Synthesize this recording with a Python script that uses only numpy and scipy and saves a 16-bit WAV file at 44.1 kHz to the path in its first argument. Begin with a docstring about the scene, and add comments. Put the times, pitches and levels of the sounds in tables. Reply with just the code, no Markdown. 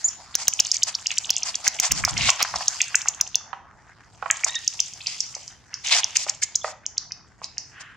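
"""Young monkeys chatter among stone walls. A thin wavering whistle comes first, then runs of calls built from
short ringing snaps: a low cluck, then a sharp squeak, the nearest ones cracking in the microphone. Bands of
grainy noise make screeches, scuffs and shuffling. Near two seconds low noise puffs at the microphone and dull
knocks, short cracks of noise, begin: mostly sandalled steps. A soft coo and later a peep follow, and a hoarse
far sound ends it. Scattered echoes and a steady low rumble run beneath."""
import sys
import numpy as np
from scipy import signal
from scipy.fft import rfft, irfft
from scipy.io import wavfile
from scipy.ndimage import uniform_filter1d, map_coordinates

SR = 44100
rng = np.random.default_rng(int(sys.argv[2]) if len(sys.argv) > 2 else 0)


def dump_mix(stems):
    """Bounce the given channels to the path in sys.argv[1] as a 16-bit WAV at rate SR."""
    frames = np.atleast_2d(stems).T  # one column per channel
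    limited = np.clip(frames, -1, 1)  # hard clip at full scale
    pcm = np.round(limited * 32767).astype(np.int16)
    wavfile.write(sys.argv[1], SR, pcm)


N = 351036
TIME = np.arange(N) / SR
LEFT_RIGHT = [[1], [-1]]  # adds a difference signal to the left, takes it from the right


def from_db(db):
    """Turn decibels into a gain."""
    return 10 ** (np.asarray(db) / 20)


def rms_one(x):
    """Scale a sound to an average (rms) strength of 1."""
    return x / np.sqrt(np.mean(x ** 2) + 1e-20)


def in_time(rows):
    """Draw straight lines between the rows, giving each column a value at every sample."""
    seconds, *columns = np.transpose(rows)
    return [np.interp(TIME, seconds, column) for column in columns]


def at_hz(points, hz):
    """Read a curve over pitch, with equal steps for equal pitch ratios."""
    point_hz, value = np.transpose(points)
    return np.interp(np.log(hz + 1e-9), np.log(point_hz), value)


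def band(x, low_hz, high_hz, order=2):
    """Keep only the sound between two pitches (Butterworth filter)."""
    edges_hz = [low_hz, min(high_hz, SR / 2 - 1000)]
    return signal.sosfilt(signal.butter(order, edges_hz, "band", fs=SR, output="sos"), x)


def add(out, start_s, sound):
    """Mix a sound in from its start time, cutting it off at the end of the scene."""
    i = max(int(round(start_s * SR)), 0)
    out[..., i:i + sound.shape[-1]] += sound[..., :max(N - i, 0)]


def drift(rate):
    """A random wandering line with an rms of 1 and this many turning points per second."""
    knots = rng.standard_normal(int(N / SR * rate) + 2)
    return rms_one(np.interp(TIME * rate, np.arange(len(knots)), knots))


def swell(start_s, end_s, level_db, attack_s, release_s):
    """A gain that rises, holds and falls."""
    rise, fall = (TIME - start_s) / attack_s, (end_s - TIME) / release_s
    return from_db(level_db) * np.clip(np.minimum(rise, fall), 0, 1)


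# how alike noise is on the left and right: pitch_hz, likeness (-1 to 1, no unit)
LIKENESS = [(100, .6), (600, 0.91), (1400, 0.87), (3000, 0.76), (6000, 0.22), (12000, 0.1)]


def likeness(low_hz, high_hz):
    """Likeness of the two sides at the middle of a band."""
    return np.clip(at_hz(LIKENESS, np.sqrt(low_hz * high_hz)), -1, 1)


def air(low_hz, high_hz, order=3):
    """A band of stereo noise; a shared and an opposed part set how alike the sides are."""
    alike = likeness(low_hz, high_hz)
    mid, side = band(rng.standard_normal((2, N)), low_hz, high_hz, order=order)
    return rms_one(np.sqrt(1 + alike) * mid + np.sqrt(1 - alike) * side * LEFT_RIGHT)


# the three noise bands of friction sounds: low_hz, high_hz
FRICTION_BANDS = [(650, 2020), (2000, 4510), (4400, 7650)]


def grit(gains, grain_db, fizz_db, clump_db, clumps_per_s, count=3):
    """Friction noise: narrow bands flare and fade separately, and one fast grain shakes them all."""
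    out = gains[-1] * from_db(fizz_db) * air(7850, 9700, order=2)
    for gain, (low, high) in zip(gains, FRICTION_BANDS):
        edges = np.geomspace(low, high, count + 1)
        parts = [air(a, b, order=2) * from_db(clump_db * drift(clumps_per_s)) for a, b in zip(edges, edges[1:])]
        out = out + gain * rms_one(sum(parts))
    return out * rms_one(from_db(grain_db * drift(700)))


# colour of the distant rumble: pitch_hz, relative_level_db (per hertz)
RUMBLE_COLOUR = [(15, -47), (25, -19.5), (40, 1.5), (76, 5), (109, 7.5), (192, -1.5), (452, -9.5),
                 (557, -13.5), (697, -48), (900, -42.5), (1170, -37), (1980, -120)]
RUMBLE_DB = -57.5  # overall level


def rumble():
    """Far, steady low noise, partly different on the two sides."""
    hz = np.arange(N // 2 + 1) * SR / N
    spectrum = rfft(rng.standard_normal((2, N))) * from_db(at_hz(RUMBLE_COLOUR, hz))
    mid, side = irfft(spectrum, N)
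    return from_db(RUMBLE_DB) * rms_one(mid + .5 * side * LEFT_RIGHT)


PUFF_BAND_HZ = (52, 156)
PUFF_EDGE_S = .035  # rise and fall time
# puffs of air on the microphone: start_s, end_s, level_db
PUFFS = [(1.885, 2.099, -35), (2.1, 2.308, -33), (2.506, 2.618, -44.5)]


def puff():
    """Moving air buffets each side of the microphone with its own low noise."""
    gusts = sum(swell(start, end, db, PUFF_EDGE_S, PUFF_EDGE_S) for start, end, db in PUFFS)
    return gusts * rms_one(band(rng.standard_normal((2, N)), *PUFF_BAND_HZ))


FAR_START_S, FAR_END_S = 7.70, 8.02
FAR_DB, FAR_ATTACK_S, FAR_RELEASE_S = -42, 0.12, 0.24
# broad resonances of the far hoarse sound: pitch_hz, width_hz, relative_level_db
FAR_RESONANCES = [(1156, 176, -16), (1660, 570, -1), (2800, 760, -8.5)]


def far_rasp():
    """A hoarse sound further off: noise in a few broad resonances."""
    noise = 0
    for hz, width, db in FAR_RESONANCES:
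        noise = noise + from_db(db) * air(hz - width / 2, hz + width / 2, order=2)
    return swell(FAR_START_S, FAR_END_S, FAR_DB, FAR_ATTACK_S, FAR_RELEASE_S) * rms_one(noise)


SHUFFLE_DB, BETWEEN_DB, RUSTLE_DB = -2, -6, -0.5  # trims of the dull, middle and bright bands
# dull part of the shuffling on the ground: time_s, level_db (before its trim)
SHUFFLE = [(0.0, -48), (1.48, -51), (1.93, -42), (2.37, -40.5), (3.3, -50.5), (4.19, -53), (4.41, -44.5),
           (4.63, -52), (5.79, -54), (6.1, -44), (6.5, -57.5), (7.18, -58), (7.76, -55.5), (7.96, -56.5)]
# bright rustle over it: time_s, level_db (before its trim)
RUSTLE = [(0.0, -42), (0.31, -53), (0.64, -36.5), (0.89, -44), (2.79, -36), (3.26, -50), (3.55, -73.5),
          (4.17, -60), (4.48, -41.5), (5.3, -43.5), (5.67, -59.5), (6.08, -42), (6.87, -74), (7.07, -81),
          (7.21, -71), (7.47, -66), (7.63, -60.5), (7.96, -65)]


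def shuffle(hiss_db=-31):
    """Shuffling on gritty ground, with a faint hiss of very high noise over it."""
    dull, bright = in_time(SHUFFLE)[0], in_time(RUSTLE)[0]
    between = (np.minimum(dull, bright) + bright) / 2
    gains = from_db([dull + SHUFFLE_DB, between + BETWEEN_DB, bright + RUSTLE_DB])
    hiss = from_db(bright + hiss_db) * air(9500, 14500, order=4)
    return grit(gains, grain_db=3.0, fizz_db=-19.5, clump_db=4.0, clumps_per_s=25) + hiss


# echoes from the stonework: low_hz, high_hz, fade_s (time to drop 60 dB), level_db
WALLS = [(493, 1280, 0.37, -6.5), (1760, 4040, 0.43, -5), (4573, 7400, 0.43, -13.5),
         (7400, 36000, 0.259, -15)]


def wall_echo(build_s):
    """Scattered echoes off rough stone, partly different at each side, dying band by band."""
    t, echo = TIME[:SR // 2], 0
    for low, high, fade_s, db in WALLS:
        alike = likeness(low, high)
        mid, side = band(rng.standard_normal((2, len(t))), low, high, order=3)
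        shape = from_db(-60 * t / fade_s) * (1 - np.exp(-t / build_s))
        tail = np.sqrt((1 + alike) / 2) * mid + np.sqrt((1 - alike) / 2) * side * LEFT_RIGHT
        echo = echo + from_db(db) * tail * shape / np.linalg.norm(shape)
    return echo


def walls(x, build_s=0.00054, size=14000):
    """Everyone keeps moving, so each stretch of size samples meets a new pattern of echoes."""
    out = np.zeros((2, N))
    for i in range(0, N, size):
        add(out, i / SR, signal.fftconvolve(x[None, i:i + size], wall_echo(build_s), axes=1))
    return out


# dull knocks: footfalls, and the low body of one loud cluck at 4.301 s:
# start_s, level_db (before gain_db), pitch_hz, left_over_right_db
KNOCKS = [(2.077, -15.5, 1009, -3), (2.288, -11, 1010, 3.5), (2.405, -18.5, 1266, 1), (2.448, -17, 1330, 2),
          (2.539, -16, 1007, -1.5), (2.556, -19.5, 790, 0), (2.607, -20.5, 1040, .5),
          (3.057, -22, 1296, -4), (3.530, -18.5, 1122, -12), (4.225, -17, 935, -6.5),
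          (4.259, -16.5, 900, -10), (4.301, -13, 1500, -1), (4.463, -22.5, 1070, -2),
          (5.365, -33.5, 704, -3), (6.265, -24, 767, 1), (6.644, -12.5, 905, -3.5),
          (6.679, -25.5, 1110, -3.5), (7.416, -30, 797, -2.5)]


def knocks(decay_s=0.0037, gain_db=-5.5, width=1.516, snap_db=-14):
    """A dull crack of noise that dies in milliseconds, with a brighter edge, as when a sole slaps stone."""
    out, t = np.zeros((2, N)), TIME[:SR // 20]
    for start, db, hz, pan_db in KNOCKS:
        contact = rng.standard_normal(len(t)) * np.exp(-t / decay_s)
        dull = band(contact, hz / width, hz * width, order=3)
        knock = dull + from_db(snap_db) * band(contact, 1744, 2820)
        knock = knock * np.sqrt(decay_s * SR) / np.linalg.norm(knock)
        sides = from_db(np.array([[pan_db / 2], [-pan_db / 2]]))
        add(out, start, from_db(db + gain_db) * sides / sides.mean() * knock)
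    return out


SCREECH_FALL_DB = 11  # per octave away from the centre
# harsh screeches: start_s, end_s, level_db (at the centre pitch), centre_hz, swell_db (start to end)
SCREECHES = [(0.73, 0.76, -27, 6250, 8), (1.118, 1.122, -20, 3060, 18.5), (2.087, 2.099, -19, 5500, 0.5),
             (2.169, 2.294, -21.5, 3700, 12.5), (2.395, 2.424, -18.5, 2200, 3),
             (5.068, 5.16, -33, 4640, -4), (5.843, 5.914, -26, 4140, 2.5), (5.916, 5.961, -15, 3770, -13),
             (6.16, 6.176, -20.5, 6040, -17), (6.182, 6.245, -28.5, 6060, 3), (6.424, 6.44, -20.5, 5900, 6)]
# soles scuffing over grit: start_s, end_s, level_db (before the colour)
SCUFFS = [(0.382, 0.436, -34), (0.873, 0.899, -26.5), (1.455, 1.506, -30), (1.647, 1.682, -25.5),
          (1.823, 1.88, -25), (1.956, 2.008, -30.5), (2.284, 2.304, -20), (2.556, 2.564, -26),
          (2.616, 2.624, -26.5), (4.473, 4.49, -25.5), (5.946, 6.003, -21), (6.28, 6.305, -31.5),
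          (6.639, 6.72, -40.5), (7.43, 7.461, -43.5), (7.805, 7.82, -37.5)]
# colour of every scuff, one value per friction band: level_db
SCUFF_COLOUR = (-9.5, -7.5, 1.5)


def rasps(edge_s=0.0088, screech_db=0.0, scuff_db=0.0):
    """Bursts of friction noise: screeches gather about their own centre, scuffs share one colour."""
    power = np.zeros((len(FRICTION_BANDS), N))
    band_hz = np.sqrt(np.prod(FRICTION_BANDS, axis=1))[:, None]
    for start, end, db, hz, swell_db in SCREECHES:
        rise = swell_db * np.linspace(-.5, .5, max(int((end - start) * SR), 1))
        fall = SCREECH_FALL_DB * abs(np.log2(band_hz / hz))
        add(power, start, from_db(db + screech_db + rise - fall) ** 2)
    for start, end, db in SCUFFS:
        scuff_power = from_db(db + scuff_db + np.array(SCUFF_COLOUR)) ** 2
        power[:, int(start * SR):int(end * SR)] += scuff_power[:, None]
    # averaging twice softens the edges of each burst
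    width = max(int(edge_s * SR), 1)
    gains = uniform_filter1d(uniform_filter1d(np.sqrt(power), width), 2 * width)
    return grit(gains, grain_db=2.0, fizz_db=-19.0, clump_db=1.5, clumps_per_s=90)


def aslant(pair, lag_s):
    """A sound from one side reaches the right a little later."""
    hz = np.arange(N // 2 + 1) * SR / N
    late_right = irfft(rfft(pair[1]) * np.exp(-2j * np.pi * lag_s * hz), N)
    return np.array([pair[0], late_right])


def clear_call(curve, harmonics_db, jitter, flutter_db=2.5):
    """A nearly pure voice built from a few harmonics, a little unsteady in pitch and strength."""
    hz, db = in_time(curve)
    phase = 2 * np.pi * np.cumsum(hz * (1 + jitter * drift(900))) / SR
    voice = sum(from_db(level) * np.sin(k * phase) for k, level in enumerate(harmonics_db, 1))
    sounding = (TIME > curve[0][0]) * (TIME < curve[-1][0])
    return from_db(db) * sounding * rms_one(voice * from_db(flutter_db * drift(200)))


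# path of the thin whistle: time_s, base_pitch_hz, level_db
WHISTLE = [(.040, 3240, -57), (.044, 3240, -16), (.050, 3500, -16.5), (.063, 3530, -18),
           (.075, 3656, -36.5), (.084, 3580, -15), (.088, 2990, -19), (.092, 2730, -21), (.097, 2700, -55)]


def whistle():
    """A thin whistle whose second harmonic is by far the strongest."""
    return clear_call(WHISTLE, [-45.5, 5.5, -31, -34], jitter=0.0098)


# path of the soft coo: time_s, base_pitch_hz, level_db
COO = [(4.472, 1727, -55), (4.495, 1840, -35), (4.53, 1930, -39), (4.545, 1933, -40.5), (4.565, 1847, -27),
       (4.582, 1920, -33.5), (4.597, 2050, -59)]


def coo():
    """A soft call with two strong harmonics and a weak third."""
    return clear_call(COO, [-5, 0, -22], jitter=0.017, flutter_db=3.5)


# path of the short peep: time_s, pitch_hz, level_db
PEEP = [(6.612, 3740, -51), (6.619, 3370, -41), (6.623, 3420, -49), (6.628, 3520, -42), (6.633, 3500, -47)]


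def peep():
    """A tiny call made of a single wavering tone."""
    return clear_call(PEEP, [0], jitter=0.014)


# within a fast run, a softer call falls between two loud ones
RUN_GAP_S, RUN_END_S = (.105, .155), 6.3
SOFT_AFTER_S, SOFT_DROP_DB, SOFT_HZ = .061, 22, 6700  # time and pitch scatter a little
SOFT_CLUCK_DROP_DB, SOFT_CLUCK_HZ = 37.5, 3300
# loud calls, levels before mixing:
# squeak_s, squeak_db, squeak_hz, raggedness (0 to 1, no unit), cluck_db, cluck_hz
CHATTER = [(0.3535, 1.5, 5980, 0.12, -25, 3720), (0.482, 10.5, 6170, 0.07, -20.5, 3570),
           (0.5368, -5.5, 7100, 0.6, -27, 3170), (0.6017, 6, 5870, 0.8, -12, 3250),
           (0.6499, -11, 5960, 0.4, -35, 3360), (0.669, -10.5, 6450, 0.4, -22, 3550),
           (0.7172, 2, 5800, 0.8, -29, 3670), (0.7435, -7.5, 6350, .7, -35, 3400),
           (0.768, -5.5, 6210, 0.26, -34, 2800), (0.8346, 4.5, 5860, 0.96, -18, 3200),
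           (.9524, -2, 5470, 0.7, -27, 3770), (1.0687, -1.5, 5900, 1, -18.5, 3000),
           (1.1158, -9.5, 6280, .45, -17.5, 2960), (1.1840, 1, 6100, 1, -20, 3040),
           (1.2545, -14, 6070, .8, -21, 3600), (1.305, 2.5, 5530, 0.55, -14.5, 3430),
           (1.3397, -19, 5200, .6, -26, 3490), (1.3661, -4, 6296, 0.1, -25, 3220),
           (1.3821, -10, 6970, 0.5, -25, 3220), (1.4332, -5, 5640, 0.4, -25, 3000),
           (1.5540, -3.5, 6200, 0.96, -21.5, 3160), (1.6794, 3.5, 5980, 0.7, -14, 2120),
           (1.8000, 3, 6300, 0.11, -20.5, 2730), (1.854, -3.5, 6450, .6, -24.5, 3000),
           (1.9201, 3.5, 6600, 0.74, -16.5, 2700), (2.0503, 1, 5860, 0.4, -11.5, 1830),
           (2.109, -12, 7200, 0.26, -40, 3000), (2.1786, -5, 5860, 1, -17.5, 2550),
           (2.2193, -10.5, 5260, 0.5, -15, 2800), (2.303, 5, 6600, 0.4, -9.5, 2560),
           (2.428, 1.5, 5700, 0.4, -28, 2650), (2.5600, -9.5, 5100, 0.8, -30, 1360),
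           (2.6824, 3, 6300, 0.47, -23.5, 3800), (2.8168, 3, 6680, 0.35, -10.5, 2740),
           (2.955, 9.5, 7200, 0.28, -10.5, 2060), (3.086, 2.5, 6740, 0.7, -23.5, 2730),
           (3.212, 4, 6220, 0.23, -27.5, 2550), (3.3559, 3.5, 5890, 0.14, -16, 3408),
           (4.3113, 6, 7170, 0.09, -12.5, 2470), (4.4457, 2.5, 6600, 0.5, -16, 2230),
           (4.5548, -8, 6420, 0.6, -25, 2930), (4.6780, 1, 6060, 0.5, -31, 3430),
           (4.8035, 2, 5860, 0.18, -20.5, 2970), (4.9365, -20, 6260, 0.4, -40, 3000),
           (5.0166, -25, 4470, 0.6, -29.5, 3120), (5.0705, -5, 5400, 0.47, -24, 3280),
           (5.205, -3.5, 5980, 0.5, -52, 3000), (5.3516, -12.5, 6070, 0.6, -38, 2340),
           (5.4790, -19.5, 5850, 0.36, -52, 3025), (5.7419, -13, 5600, 0.24, -33.5, 2180),
           (5.872, -9.5, 6100, 0.5, -18.5, 3020), (5.8855, -8, 6340, 0.4, -36, 3000),
           (6.0439, -2, 5860, .05, -14.5, 3200), (6.1692, 3, 6430, 0.47, -16, 2580),
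           (6.2950, -1, 5950, 1, -24, 2630), (6.4336, 0, 7000, 0.97, -20, 2290),
           (6.5579, 2, 6120, 0.39, -29, 3520), (6.8647, -8, 6200, 0, -37, 2870),
           (6.981, -4, 5650, 0.43, -36.5, 2940), (7.1207, -13, 5480, .35, -35, 2170),
           (7.4436, -13.5, 5130, 0.37, -39, 2495), (7.5818, -10, 5660, .05, -39, 2420)]


def all_calls(scatter_s=.003, detune=.05, ragged=.5, stray_db=19, stray_cluck_db=8, count=70):
    """Loud calls, softer ones in the gaps of fast runs, and stray ticks, louder as the rustle grows."""
    soft = []
    chances = rng.standard_normal((len(CHATTER), 2))
    for (s, db, *_), (next_s, *_), (late, tone) in zip(CHATTER, CHATTER[1:], chances):
        if RUN_GAP_S[0] < next_s - s < RUN_GAP_S[1] and s < RUN_END_S:
            pitch = np.exp(detune * tone)
            soft.append((s + SOFT_AFTER_S + scatter_s * late, db - SOFT_DROP_DB, SOFT_HZ * pitch,
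                         ragged, db - SOFT_CLUCK_DROP_DB, SOFT_CLUCK_HZ * pitch))
    stray_times = rng.uniform(CHATTER[0][0], CHATTER[-1][0], count)
    for s, tone in zip(stray_times, rng.standard_normal(count)):
        bustle_db = np.interp(s, *np.transpose(RUSTLE))
        pitch = np.exp(2 * detune * tone)
        soft.append((s, bustle_db + stray_db, SOFT_HZ * pitch,
                     ragged, bustle_db + stray_cluck_db, SOFT_CLUCK_HZ * pitch))
    return list(CHATTER) + soft


def throat_pulse(hz, cycles, droop=0.0021):
    """One ringing snap, centred in 256 samples: it swells, sags in pitch and dies within a few cycles."""
    turns = np.arange(-128, 128) * hz / SR
    bell = np.exp(-.5 * (turns / cycles) ** 2)
    return bell * np.cos(2 * np.pi * (turns - droop * turns ** 2 + rng.random()))


def snap_cluster(hz, cycles, spread_s, scatter, count, uneven_db=1.0):
    """A ragged cluster of snaps about the middle of its frame, scaled to a total energy of 1."""
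    out = np.zeros(1024)
    for when, size, tone in rng.standard_normal((count, 3)):
        pulse = throat_pulse(hz * np.exp(scatter * tone), cycles)
        room = len(out) - len(pulse)
        i = int(np.clip(room / 2 + when * spread_s * SR, 0, room))
        out[i:i + len(pulse)] += from_db(uneven_db * size) * pulse
    return out / np.linalg.norm(out)


CLUCK_LEAD_S = .0085  # before the squeak's main snap


def clucks(calls, snap_s=0.0003, spread_s=0.0014, gain_db=17.0):
    """Lower ragged snapping just ahead of each squeak, with snaps about equally short at every pitch."""
    out = np.zeros(N)
    for s, _, _, _, db, hz in calls:
        cluster = snap_cluster(hz, hz * snap_s, spread_s, scatter=0.062, count=7)
        add(out, s - CLUCK_LEAD_S - len(cluster) / 2 / SR, from_db(db + gain_db) * cluster)
    return band(out, 900, 4200)


RAGGED_LAG_S = .0011  # after the squeak's main snap
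SQUEAK_BAND_HZ = (3700, 7900)


def squeaks(calls, cycles=1.23, rasp_cycles=0.98, spread_s=0.0018, pulse_db=1.77, rasp_db=0.0,
            overtone_db=-32, overtone_growth=1.0):
    """One hard snap, an overtone that grows faster than it, and a ragged cluster of snaps around it."""
    out, overtones = np.zeros((2, N))
    for s, db, hz, ragged, _, _ in calls:
        ragged = np.clip(ragged, .01, .99)
        snap = from_db(db) * throat_pulse(hz, cycles)
        cluster = snap_cluster(hz, rasp_cycles, spread_s, scatter=0.082, count=12, uneven_db=5.5)
        cluster = np.linalg.norm(snap) * cluster
        overtone = from_db(db + overtone_db + overtone_growth * db) * throat_pulse(2 * hz, cycles)
        snap_start = s - len(snap) / 2 / SR
        cluster_start = s + RAGGED_LAG_S - len(cluster) / 2 / SR
        # raggedness shares the energy between the single snap and the cluster
        add(out, snap_start, from_db(pulse_db) * np.sqrt(1 - ragged) * snap)
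        add(out, cluster_start, from_db(rasp_db) * np.sqrt(ragged) * cluster)
        add(overtones, snap_start, overtone)
    return band(out, *SQUEAK_BAND_HZ, order=3) + overtones


def wandering(voice, lag_s=.000012):
    """The callers run to and fro, so their sound reaches the right a hair earlier or later."""
    shifted = map_coordinates(voice, [np.arange(N) - lag_s * SR * drift(5)], order=3)
    return np.array([voice, shifted]) * from_db([[-.6], [.6]])


# the nearest squeaks crack across all pitches: time_s, height_db (before the left and right levels)
CRACKS = [(0.3536, 4.5), (0.4813, 10.5), (0.4836, 6), (.5987, 5), (1.3055, -1), (1.679, 1.5), (1.8, 6.5),
          (1.92, 22), (2.0494, 1), (2.4276, 7.5), (3.2137, -2.5)]


def cracks(near):
    """Overload: at the very top of a loud squeak one sample kicks the other way."""
    out, reach = np.zeros(N), SR // 2000
    for s, db in CRACKS:
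        i = int(s * SR) - reach
        i += np.argmax(abs(near[i:i + 2 * reach]))
        out[i] = -np.sign(near[i]) * from_db(db)
    return out


# the farther the caller, the more echo its voice carries: time_s, voice_into_echo_db
DISTANCE = [(0, 2), (.5, -8), (2.7, -2), (3.36, -6), (4.4, -5), (5.2, 6.5), (5.75, 6), (6.1, -5.5),
            (6.56, -1.5), (7.6, 6.5)]


def scene():
    """Mix voices, knocks and rasps close by, their echoes, and the background."""
    calls = all_calls()
    voices = squeaks(calls) + clucks(calls) + whistle() + coo() + peep()
    dull_knocks = knocks()
    harsh = aslant(rasps(), lag_s=.00004)
    # the cracks are stronger on the right
    direct = wandering(voices) + cracks(voices) * from_db([[-7], [3]])
    echoing_voices = voices * from_db(in_time(DISTANCE)[0])
    echoes = walls(echoing_voices + from_db(1.5) * dull_knocks.mean(axis=0) + from_db(-5) * harsh[0])
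    return direct + dull_knocks + harsh + echoes + shuffle() + far_rasp() + puff() + rumble()


OVERLOAD = .84  # clipping height, where 1 is full scale
CUTOFF_HZ = 16900


def record(dry):
    """Flatten the peaks that pass the overload height, then cut the highest treble."""
    clipped = np.clip(dry, -OVERLOAD, OVERLOAD)
    return signal.sosfilt(signal.cheby2(14, 70, CUTOFF_HZ, fs=SR, output="sos"), clipped)


dry = scene()
out = record(dry)
dump_mix(out)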